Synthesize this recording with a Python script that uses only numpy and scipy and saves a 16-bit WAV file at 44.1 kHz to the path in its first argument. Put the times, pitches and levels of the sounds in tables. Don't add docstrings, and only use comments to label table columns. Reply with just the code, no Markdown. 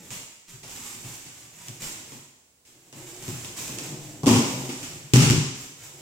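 import sys
import numpy as np
from scipy import signal
from scipy.fft import rfft, irfft, next_fast_len
from scipy.io import wavfile
from scipy.ndimage import uniform_filter1d, minimum_filter1d, map_coordinates

SR = 44100
rng = np.random.default_rng(int(sys.argv[2]) if len(sys.argv) > 2 else 0)


def store_pcm(level_fs):
    pcm = np.round(np.clip(level_fs, -1, 1) * 32767).astype(np.int16)
    wavfile.write(sys.argv[1], SR, np.atleast_2d(pcm).T)


N = 265391

# f/Hz, level/dB
AIR_SPECTRUM = [(15, -35), (25, -11), (33, -27), (64, -4), (284, -11), (437, -11), (710, -15.5),
                (3490, -18.5), (7420, -14), (14200, -28), (15800, -17)]
AIR_DB = -63.5

# f/Hz, t60/s
HALL_DECAY = [(60, 0.35), (125, 0.48), (300, 0.69), (1000, 0.89), (3000, 0.95), (7000, 1.004),
              (11000, 0.64), (15000, 0.62)]
# f/Hz, correlation
PORT_LIKENESS = [(60, 0.84), (180, 1), (550, 0.8), (1650, -0.23), (4970, -0.024), (15000, 0.11)]
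# f/Hz, level/dB
PORT_BALANCE = [(60, -2), (99, 1), (160, 2.5), (270, 1), (450, 2), (740, 1), (1220, 2), (2010, 1),
                (3330, 2.5), (5500, 2), (9080, -11.5), (15000, -12.5)]
# delay/s, level/dB
WALL_ARRIVALS = [(0, 13), (.009, 7), (0.024, -3)]
SMEAR_S = 0.01

# start t/s, hold t/s, hiss level/dB, cloth drag level/dB
SLIDES = [(-0.1, 0.084, -42, -49), (0.1, 0.019, -39.5, -52.5), (0.469, 0.074, -48, -60),
          (0.614, 0.077, -45.5, -56.5), (0.742, 0.24, -42.5, -56), (1.015, 0.12, -45.5, -57),
          (1.204, 0.21, -46, -59.5), (1.51, 0.18, -49, -59), (1.647, .07, -45, -59.5),
          (1.796, 0.045, -33.5, -50), (1.927, .17, -46.5, -56.5), (2.657, 0.23, -57, -65),
          (2.934, 0.051, -46, -50), (3.056, 0.18, -42.5, -51), (3.27, 0.21, -44, -51),
          (3.56, 0.089, -34.5, -47.5), (3.703, 0.21, -42.5, -45), (3.993, 0.19, -48.5, -48.5),
          (4.44, 0.15, -36.5, -39.5), (4.753, .17, -44, -50), (5.004, 0.09, -56, -59),
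          (5.538, 0.093, -47, -56.5), (5.748, 0.185, -50, -57.5), (5.928, .1, -48.5, -53)]
# f/Hz, level/dB
HISS_SPECTRUM = [(260, -1.5), (450, -20), (736, -7), (933, -4), (1440, -6), (2350, -1.5), (4520, -6),
                 (6090, -1), (7500, 3), (9380, -11), (11600, -12.5), (14900, -13), (15800, -18)]
# f/Hz, level/dB
DRAG_SPECTRUM = [(110, -32), (180, -5.5), (210, -9), (366, -0.5), (399, -8), (700, -12.5), (910, -16),
                 (1540, -120)]
SLIDE_ATTACK_S, SLIDE_FADE_DB_PER_S = 0.017, 125
GRAIN_PER_S, RUSTLE_PER_S, SWAY_PER_S = 147, 14, 6
CATCH_DB, RUSTLE_DB = 1.5, 3.5
WEIGHT_DB, WEIGHT_SWAY_DB = -3, 5
TICKS_PER_S = 40
TICK_DB, TICK_SPREAD_DB = 11, 4

# t/s, skin slap level/dB, hollow clap level/dB,
# floor thump level/dB, torso thud level/dB, first snap against its echo level/dB
CONTACTS = [(0.105, -48.5, -57, -55.5, -67, -5), (0.534, -65, -83, -57, -74, -8),
            (0.632, -49.5, -56, -57, -63, -15), (0.773, -64, -66, -68, -61.5, 0),
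            (1.043, -60, -61, -48, -61, -12), (1.261, -52.5, -72, -59.5, -66, -24),
            (1.684, -53.5, -68, -50, -59.5, 1.5), (1.820, -44, -53.5, -53, -65, -14),
            (2.121, -60, -60, -55, -55.5, -2), (2.650, -64, -79, -90, -84, -19),
            (2.927, -54.5, -58.5, -65, -61.5, -6), (3.225, -51, -60, -53, -61, -9),
            (3.281, -51, -54.5, -37, -46, -2), (3.447, -45.5, -54, -66, -58, -7),
            (3.570, -47.5, -60, -73, -90, -16), (3.588, -60, -72, -67, -55, -8),
            (3.691, -68, -61, -52, -53, 6), (3.786, -43, -53, -55, -53, -4),
            (3.920, -59, -58, -50, -51, -11), (4.233, -46.5, -41, -32.5, -39.5, -7),
            (4.260, -35.5, -39.5, -31, -36, -8), (4.267, -27, -27.5, -36, -23, -13.5),
            (4.281, -27.5, -36, -32, -26, -7), (4.311, -31.5, -46, -29.5, -25.5, -18),
            (4.360, -33.5, -40, -43, -31, -13), (4.691, -40, -49.5, -68, -42, -20),
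            (4.830, -42.5, -65, -55, -55.5, -11.5), (5.136, -19.5, -29.5, -12.5, -20, -10),
            (5.160, -23.5, -49, -19.5, -23.5, -3), (5.300, -33, -55, -20, -32, -2.5),
            (5.309, -37, -45, -32.5, -34, 3)]
# f/Hz, width/Hz, level/dB
JOIST_MODES = [(63.4, 35, 0)]
# f/Hz, width/Hz, level/dB
FLOOR_MODES = [(129, 48, 0)]
# f/Hz, width/Hz, level/dB
BODY_MODES = [(260, 94, 0)]
# f/Hz, width/Hz, level/dB
PADDING_MODES = [(342.4, 73, 14.5), (514, 82, 2)]
# f/Hz, width/Hz, level/dB
CUP_MODES = [(506, 227, -8), (828, 105, -5), (1006, 135, -3.5), (1300, 445, -15.5)]
# f/Hz, level/dB
SLAP_SPECTRUM = [(710, -34), (1200, -4), (1680, -7), (2750, -1), (4100, -7), (5490, -2), (7590, -3),
                 (9120, -13), (12700, -22), (14500, -20), (15800, -27)]
BOOM_DB, BOOM_GROWS = -33.5, 0.69
KNOCK_DB = -8
SHEEN_DB, SHEEN_FALLS = -25.5, -0.45
SHEEN_HZ = 9000

LIMIT_DB, SQUEEZE, LIMIT_HOLD_S = -6, 0.64, 0.0089
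TOP_HZ = 15870


def amp(db):
    return 10 ** (np.asarray(db) / 20)


def unit(x):
    return x / np.sqrt(np.mean(x ** 2) + 1e-20)


def along(points, hz):
    f, v = np.transpose(points)
    return np.interp(np.log(hz + 1), np.log(f + 1), v)


def filtered(x, response):
    m = next_fast_len(x.shape[-1] + 8192)
    spectrum = rfft(x, m) * response(np.fft.rfftfreq(m, 1 / SR))
    return irfft(spectrum, m)[..., :x.shape[-1]]


def modes(table):
    def response(f):
        return sum((-1) ** k * amp(db) * 1j * f * width / (centre ** 2 - f * f + 1j * f * width)
                   for k, (centre, width, db) in enumerate(table))
    return response


def twice(table):
    return lambda hz: modes(table)(hz) ** 2


def coloured(spectrum, size):
    return unit(filtered(rng.standard_normal(size), lambda hz: amp(along(spectrum, hz))))


def causal(spectrum, size):
    log_gain = np.log(amp(along(spectrum, np.fft.rfftfreq(size, 1 / SR))) + 1e-6)
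    ceps = irfft(log_gain, size)
    ceps[1:size // 2] *= 2
    ceps[size // 2 + 1:] = 0
    return irfft(np.exp(rfft(ceps)), size)


def wobble(rate):
    knots = rng.standard_normal(int(N * rate / SR) + 4)
    return map_coordinates(knots, [np.arange(N) * rate / SR])


def paired(z, hz):
    turn = np.arccos(np.clip(along(PORT_LIKENESS, hz), -1, 1))[:, None] / 2
    shared, opposed = np.cos(turn) * z[0], np.sin(turn) * z[1]
    return np.array([shared + opposed, shared - opposed])


def hall(x, first, delay_s):
    hz, t, z = signal.stft(rng.standard_normal((2, SR)), SR, nperseg=512)
    t60 = along(HALL_DECAY, hz)[:, None]
    decay = amp(-60 * t / t60) / np.sqrt(t60)
    tail = signal.istft(paired(z, hz) * decay, SR, nperseg=512)[1]
    tail *= np.clip(np.arange(tail.shape[1]) / SR / delay_s, 0, 1)
    tail /= np.linalg.norm(tail[0])
    tail[:, :first.shape[1]] += first
    return signal.fftconvolve(x[None], tail, axes=1)


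def arrivals(db):
    t = np.arange(SR // 20) / SR
    shape = sum((t >= delay) * amp(level - 60 * np.abs(t - delay) / SMEAR_S)
                for delay, level in WALL_ARRIVALS)
    bursts = shape * rng.standard_normal((2, len(t)))
    return amp(db) * bursts / np.linalg.norm(bursts[0])


def air():
    noise = np.array([coloured(AIR_SPECTRUM, N), coloured(AIR_SPECTRUM, N)])
    hz, _, z = signal.stft(noise, SR, nperseg=512)
    return amp(AIR_DB) * signal.istft(paired(z, hz), SR, nperseg=512)[1][:, :N]


def slide_levels():
    t = np.arange(0, N, SR // 1000) / SR
    start, hold, hiss_db, drag_db = np.transpose(SLIDES)[..., None]
    attack = np.clip((t - start) / SLIDE_ATTACK_S, 0, 1)
    fading_s = np.clip(t - start - SLIDE_ATTACK_S - hold, 0, None)
    shape = attack * amp(-SLIDE_FADE_DB_PER_S * fading_s)
    return [np.interp(np.arange(N) / SR, t, np.linalg.norm(amp(db) * shape, axis=0))
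            for db in (hiss_db, drag_db)]


def cloth_ticks():
    sizes_db = TICK_DB + TICK_SPREAD_DB * rng.exponential(size=N).clip(max=3)
    ticks = (rng.random(N) < TICKS_PER_S / SR) * amp(sizes_db)
    fold = causal(SLAP_SPECTRUM, size=512)
    return signal.fftconvolve(ticks, fold / np.linalg.norm(fold))[:N]


def rubbing():
    hiss, drag = slide_levels()
    catch_db = CATCH_DB * wobble(GRAIN_PER_S) + RUSTLE_DB * wobble(RUSTLE_PER_S)
    grain = unit(amp(catch_db) * coloured(HISS_SPECTRUM, N)) + cloth_ticks()
    floor_noise = unit(filtered(rng.standard_normal(N), twice(FLOOR_MODES)))
    weight = amp(WEIGHT_DB + WEIGHT_SWAY_DB * wobble(SWAY_PER_S)) * floor_noise
    rub = hiss * grain + drag * (coloured(DRAG_SPECTRUM, N) + weight)
    out, step = np.zeros((2, N + 2 * SR)), SR // 4
    for at in range(0, N, step):
        wet = hall(rub[at:at + step], amp([[-6], [-6]]), delay_s=0.0015)
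        out[:, at:][:, :wet.shape[1]] += wet
    return out[:, :N]


def skin(sheen_db):
    return lambda hz: 1 + (amp(sheen_db) - 1) * hz ** 4 / (hz ** 4 + SHEEN_HZ ** 4)


def contacts():
    out, t = np.zeros((2, N + 2 * SR)), np.arange(8192) / SR
    push = t / 0.0005 * np.exp(-t / 0.0004)
    boom, thump, thud, knock = (unit(filtered(push, twice(table)))
                                for table in (JOIST_MODES, FLOOR_MODES, BODY_MODES, PADDING_MODES))
    click = unit(causal(SLAP_SPECTRUM, size=8192))
    clap = unit(filtered(1. * (t == 0), modes(CUP_MODES)))
    for s, slap_db, clap_db, thump_db, thud_db, snap_db in CONTACTS:
        slap = filtered(click, skin(SHEEN_DB + SHEEN_FALLS * thud_db))
        low = amp(BOOM_DB + BOOM_GROWS * thump_db) * boom + amp(thump_db) * thump
        low = low + amp(thud_db) * (thud + amp(KNOCK_DB) * knock)
        high = amp(clap_db) * clap + amp(slap_db) * slap
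        wet = hall(low, amp([[-3], [-3]]), delay_s=0.0064)
        wet = wet + hall(high, arrivals(snap_db), delay_s=0.0025)
        out[:, round(s * SR):][:, :wet.shape[1]] += wet
    return out[:, :N]


def scene():
    return air() + rubbing() + contacts()


def record(dry):
    ports = filtered(dry, lambda hz: amp(np.outer([.5, -.5], along(PORT_BALANCE, hz))))
    over = np.maximum(np.abs(ports).max(axis=0) / amp(LIMIT_DB), 1)
    hold = round(LIMIT_HOLD_S * SR)
    held = minimum_filter1d(over ** -SQUEEZE, hold, origin=(hold - 1) // 2)
    gain = uniform_filter1d(held, hold // 2)
    return filtered(gain * ports, lambda hz: hz < TOP_HZ)


dry = scene()
out = record(dry)
store_pcm(out)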